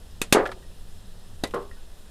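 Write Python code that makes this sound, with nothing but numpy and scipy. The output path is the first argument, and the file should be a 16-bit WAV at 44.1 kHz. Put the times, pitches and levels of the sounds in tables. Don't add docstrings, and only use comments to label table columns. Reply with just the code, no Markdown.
import sys
import numpy as np
from scipy import signal
from scipy.io import wavfile

SR = 44100
rng = np.random.default_rng(int(sys.argv[2]) if len(sys.argv) > 2 else 0)


def boost_factor(decibels):
    exponent = np.asarray(decibels, float) / 20
    return 10 ** exponent


def pcm_store(signal):
    levels = np.round(np.clip(np.atleast_2d(signal), -1, 1) * 32767)
    wavfile.write(sys.argv[1], SR, levels.astype(np.int16).T)


N = 92610
T60_PER_TAU = np.log(1000)


def rms_one(x):
    return x / np.sqrt(np.mean(x ** 2) + 1e-20)


def at_hz(points, hz):
    curve_hz, values = np.transpose(points)
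    return np.interp(np.log(hz), np.log(curve_hz), values)


def drift(rate_hz):
    r = np.exp(-2 * np.pi * rate_hz / SR)
    wander = signal.lfilter([1], [1, -2 * r, r * r], rng.standard_normal(N + SR))
    return rms_one(wander[SR:])


def ring(x, hz, t60):
    r, w = boost_factor(-60 / (t60 * SR)), 2 * np.pi * hz / SR
    return signal.lfilter([0, np.sin(w)], [1, -2 * r * np.cos(w), r * r], x + 1e-18)


def resonance(x, hz, width_hz):
    r, w = np.exp(-np.pi * width_hz / SR), 2 * np.pi * hz / SR
    zeros = np.array([1, 0, -1]) * (1 - r * r) / 2
    return signal.lfilter(zeros, [1, -2 * r * np.cos(w), r * r], x + 1e-18)


def clicks(s, db):
    out = np.zeros(N)
    out[(np.asarray(s) * SR).astype(int)] = boost_factor(db)
    return out


def decay(x, t60):
    return signal.lfilter([1], [1, -boost_factor(-60 / (t60 * SR))], x + 1e-18)


def bands(spectrum, low_hz, high_hz):
    edges = np.geomspace(low_hz, high_hz, int(3 * np.log2(high_hz / low_hz)))
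    white = rng.standard_normal((2, N + SR // 2))
    out = []
    for k, (low, high) in enumerate(zip(edges, edges[1:])):
        centre = np.sqrt(low * high)
        sos = signal.butter(2, [low, high], "band", fs=SR, output="sos")
        noise = signal.sosfilt(sos, white[k % 2])[-N:]
        out.append((centre, boost_factor(at_hz(spectrum, centre)) * noise))
    total = np.std(sum(x for _, x in out))
    return [(hz, x / total) for hz, x in out]


# time of the turn in seconds, level in dB, seconds from trough to turn.
JOLTS = [
    (0.2174, -21, .0006),
    (0.3269, -8.5, .0006),
    (1.4379, -13.5, .00045),
]


def jolts():
    t, out = np.arange(N) / SR, np.zeros(N)
    for start, level_db, trough_s in JOLTS:
        u = (t - start) / trough_s
        out += boost_factor(level_db) * u * np.exp(0.5 - np.minimum(u ** 2 / 2, 50))
    return out


# start in seconds, crack level in dB, brightness in dB per octave.
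BURSTS = [
    (0.2164, -17.5, 0.5),
    (0.3245, -11, 1),
    (0.3260, -8, -0.5),
    (1.438, -20, -3.5),
]


def cracks():
    s, db, _ = np.transpose(BURSTS)
    envelope = decay(clicks(s, db - 8.5), 0.00082 * T60_PER_TAU)
    return resonance(envelope * rng.standard_normal(N), 5270, 8000)


# frequency in Hz, t60 in seconds,
# then level in dB for a burst at the near corner, the middle and the far corner.
TRAY_AIR = [(435, 0.036, -26, -26, -5), (1050, 0.095, -20.5, -14, -9.5), (1634, .04, -7, -4, -1.5),
            (1940, 0.036, -10, -13, -4), (2580, 0.031, 3, -2, -5), (2820, 0.028, -8, -3, -20),
            (3570, 0.037, -2.5, -3, -3.5), (3854, 0.029, -7.5, -9, 2.5), (4380, 0.031, -6.5, 0, -5.5),
            (4790, 0.033, -18, -26, -4), (5370, 0.03, -9, -5, -14), (6170, 0.023, -3, -2.5, -7.5),
            (6850, 0.029, -5, -9, -9.5), (7730, 0.019, -5, 0.5, -26)]
BURST_SPOT = [0, 1, 1, 2]


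def tray_air():
    s, db, _ = np.transpose(BURSTS)
    out, white = np.zeros(N), rng.standard_normal(N)
    for hz, t60, *spot_db in TRAY_AIR:
        late_s = rng.uniform(0, 0.0012)
        burst = clicks(s + late_s, db + np.take(spot_db, BURST_SPOT) - 6)
        spray = boost_factor(-36) * white * decay(burst, 0.08)
        out -= ring(burst + spray, hz, t60)
    return out


# frequency in Hz, level in dB per Hz.
SPLATTER = [(200, -10.5), (600, -1.5), (1700, -6), (3000, -8.5), (4300, -9.5), (5200, -15), (8400, -3.5),
            (16000, -17.5)]
# frequency in Hz, t60 in seconds.
SPLATTER_T60 = [(200, 0.3), (1000, 0.092), (3000, .16), (8000, 0.099), (15000, 0.027)]


def splatter():
    s, db, tilt = np.transpose(BURSTS)
    out = np.zeros(N)
    for hz, x in bands(SPLATTER, 198.5, 17020):
        burst = clicks(s, db - 10.5 + tilt * np.log2(hz / 3000))
        splash = boost_factor(2) * decay(burst, 0.013)
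        out += x * (decay(burst, at_hz(SPLATTER_T60, hz)) + splash)
    return out


# frequency in Hz, t60 in seconds.
CRINKLE_T60 = [(150, .3), (500, .35), (1500, 0.21), (3500, 0.22), (10000, 0.087)]


def foil(hits, modes, crinkle, crinkle_db):
    s, db = np.transpose(hits)
    signs = rng.choice([-1, 1], (len(s), len(modes)))
    signs[0] = -1
    out = -resonance(clicks(s, db + 4.5 + 21.5), 1500, 1860)
    for (hz, mode_db, t60), sign in zip(modes, signs.T):
        strike = clicks(s, db + mode_db)
        strike[strike > 0] *= sign
        out += ring(strike, hz, min(t60, 0.45))
    out = signal.sosfilt(signal.butter(3, [200, 2230], "band", fs=SR, output="sos"), out)
    struck = clicks(s, db + crinkle_db)
    rise = decay(struck, 0.00051 * T60_PER_TAU)
    for hz, x in bands(crinkle, 130, 8960):
        out += x * (decay(struck, at_hz(CRINKLE_T60, hz)) - rise)
    return out


# start in seconds, level in dB.
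ROOF_HITS = [
    (0.3486, -19),
    (0.3552, -21),
    (0.370, -24.5),
    (0.383, -33),
]
# frequency in Hz, level in dB, t60 in seconds.
ROOF_MODES = [(240.7, -8.5, .2), (336, -9, 0.33), (372, -5, .45), (427, -4, 0.24), (448, 6, 0.11),
              (530, -1, .2), (621.7, -4.5, 0.22), (746, -9, 0.3), (819, -6, 0.22), (850, -11, 0.24),
              (904, -10, 0.39), (1210, -16.5, 0.36), (1274, -6, 0.16), (1462, -12, 0.16)]
# frequency in Hz, level in dB per Hz.
ROOF_CRINKLE = [(120, -23.5), (240, -6), (445, 2), (850, -5.5), (1300, -6.5), (1900, -10.5), (2600, -30),
                (5000, -49), (15000, -60)]


def roof():
    return foil(ROOF_HITS, ROOF_MODES, ROOF_CRINKLE, -2.5)


# start in seconds, level in dB.
WALL_HITS = [
    (1.538, -29.5),
    (1.556, -44.5),
    (1.59, -73),
]
# frequency in Hz, level in dB, t60 in seconds.
WALL_MODES = [(234.6, -9, .3), (378, -6.5, 0.53), (401.4, 0, 0.37), (472, -2, 0.28), (476, -5, 0.34),
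              (584, -1.5, .25), (700, -25, .25), (813, -18, 0.16), (883, -14, 0.35), (1061, -1.5, 0.27),
              (1138, -8.5, 0.36), (1246, -6, 0.28), (1384, -1.5, 0.17), (1663, -11.5, 0.15)]
# frequency in Hz, level in dB per Hz.
WALL_CRINKLE = [(120, -9), (390, -1.5), (800, -3.5), (1300, -4), (2100, -21), (3500, -22.5), (4800, -48),
                (14000, -39)]


def wall():
    return foil(WALL_HITS, WALL_MODES, WALL_CRINKLE, 0)


# start in seconds, level in dB, brightness in dB per octave.
LANDINGS = [(0.4555, -30, -5), (0.461, -31.5, -3), (0.4728, -40.5, 1.5), (0.49, -40, -5.5),
            (0.5165, -29.5, -3), (0.521, -50, -6), (0.625, -51, -2.5), (1.4362, -34, 4.5), (1.473, -51, 7),
            (1.509, -43, 1.5), (1.543, -42, 5), (1.625, -51, 2.5), (1.711, -52, -6)]
# frequency in Hz, level in dB, t60 in seconds.
STEEL = [(820, -22, .04), (1380, -11, .045), (1710, -11, .035), (1930, -15, .03)]
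# frequency in Hz, level in dB per Hz.
RATTLE = [(900, 2), (2000, 0), (3500, -0.5), (6000, -12), (10000, -11), (12500, -20), (16000, -25)]


def landings():
    s, db, tilt = np.transpose(LANDINGS)
    spread_db = rng.normal(0, 1.9, (len(s), len(STEEL)))
    out = np.zeros(N)
    for k, (hz, mode_db, t60) in enumerate(STEEL):
        touch = clicks(s, db - 3 * tilt + mode_db + spread_db[:, k] - 19)
        skid = decay(touch, 0.003 * T60_PER_TAU)
        out += ring(skid * rng.standard_normal(N), hz, t60)
    for hz, x in bands(RATTLE, 900, 13000):
        out += x * decay(clicks(s, db - 4.5 + tilt * np.log2(hz / 1700)), 0.054)
    return out


# start in seconds, level in dB, frequency in Hz, t60 in seconds.
PINGS = [
    (.628, -57, 1884, 0.22),
    (1.458, -37.5, 2005, .07),
    (1.713, -50.5, 1860, 0.17),
    (1.77, -53.5, 1497, 0.12),
]


def pings():
    return sum(ring(clicks([s], db), hz, t60) for s, db, hz, t60 in PINGS)


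# frequency in Hz, level in dB per Hz.
HISS = [(110, -13), (200, -4.5), (290, -13.5), (400, -10), (1200, -20), (6200, -28.5), (9500, -27),
        (16000, -35.5)]
# frequency in Hz, width in Hz, level in dB.
HISS_PEAKS = [(1730, 130, -7.5), (3640, 1300, 0), (5180, 57, 7.5), (8100, 3800, -9)]


def hiss():
    x = sum(band * boost_factor(0.64 * drift(6.3)) for _, band in bands(HISS, 111, 18150))
    y = x - 0.7 * resonance(x, 2290, 470)
    for hz, width_hz, db in HISS_PEAKS:
        y = y + boost_factor(db) * resonance(x, hz, width_hz)
    return boost_factor(-54) * rms_one(y)


# time in seconds, pitch in Hz, level in dB.
MOTOR = [
    (0, 94.5, -55.5),
    (.6, 89.16, -53.5),
    (1.0, 91.85, -53.5),
    (1.5, 90, -54.5),
    (1.75, 78.95, -61),
    (2.1, 67.5, -64),
]
# multiple of the pitch, level in dB.
MOTOR_ORDERS = [(1, 0.6), (1.75, -8), (2.2, -9)]


def motor():
    s, hz, db = np.transpose(MOTOR)
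    t = np.arange(N) / SR
    speed_hz = np.interp(t, s, hz) * (1 + 0.13 * drift(6.2))
    turn = 2 * np.pi * np.cumsum(speed_hz) / SR
    tones = np.zeros(N)
    for order, order_db in MOTOR_ORDERS:
        tones += boost_factor(order_db + 2.2 * drift(5.8)) * np.sqrt(2) * np.sin(order * turn)
    return boost_factor(np.interp(t, s, db)) * tones


# frequency in Hz, level in dB per Hz.
AIR = [(4.7, -40), (8.0, 10), (19, 5), (43, -9), (89, -9.5), (110, -31), (140, -48), (240, -120)]


def air():
    x = sum(band for _, band in bands(AIR, 4, 105))
    return boost_factor(-39.5) * signal.sosfilt(signal.butter(6, 88, fs=SR, output="sos"), x)


def scene():
    bursts = jolts() + cracks() + tray_air() + splatter()
    kernels = roof() + wall() + landings() + pings()
    return (bursts + kernels + hiss() + motor() + air())[None]


def top_cut(x):
    return signal.sosfilt(signal.butter(12, 16760, fs=SR, output="sos"), x)


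def record(dry):
    rounded = np.tanh(dry)
    mix = signal.sosfilt(signal.cheby2(6, 40, 16700, fs=SR, output="sos"), rounded)
    return top_cut(mix)


dry = scene()
out = record(dry)
pcm_store(out)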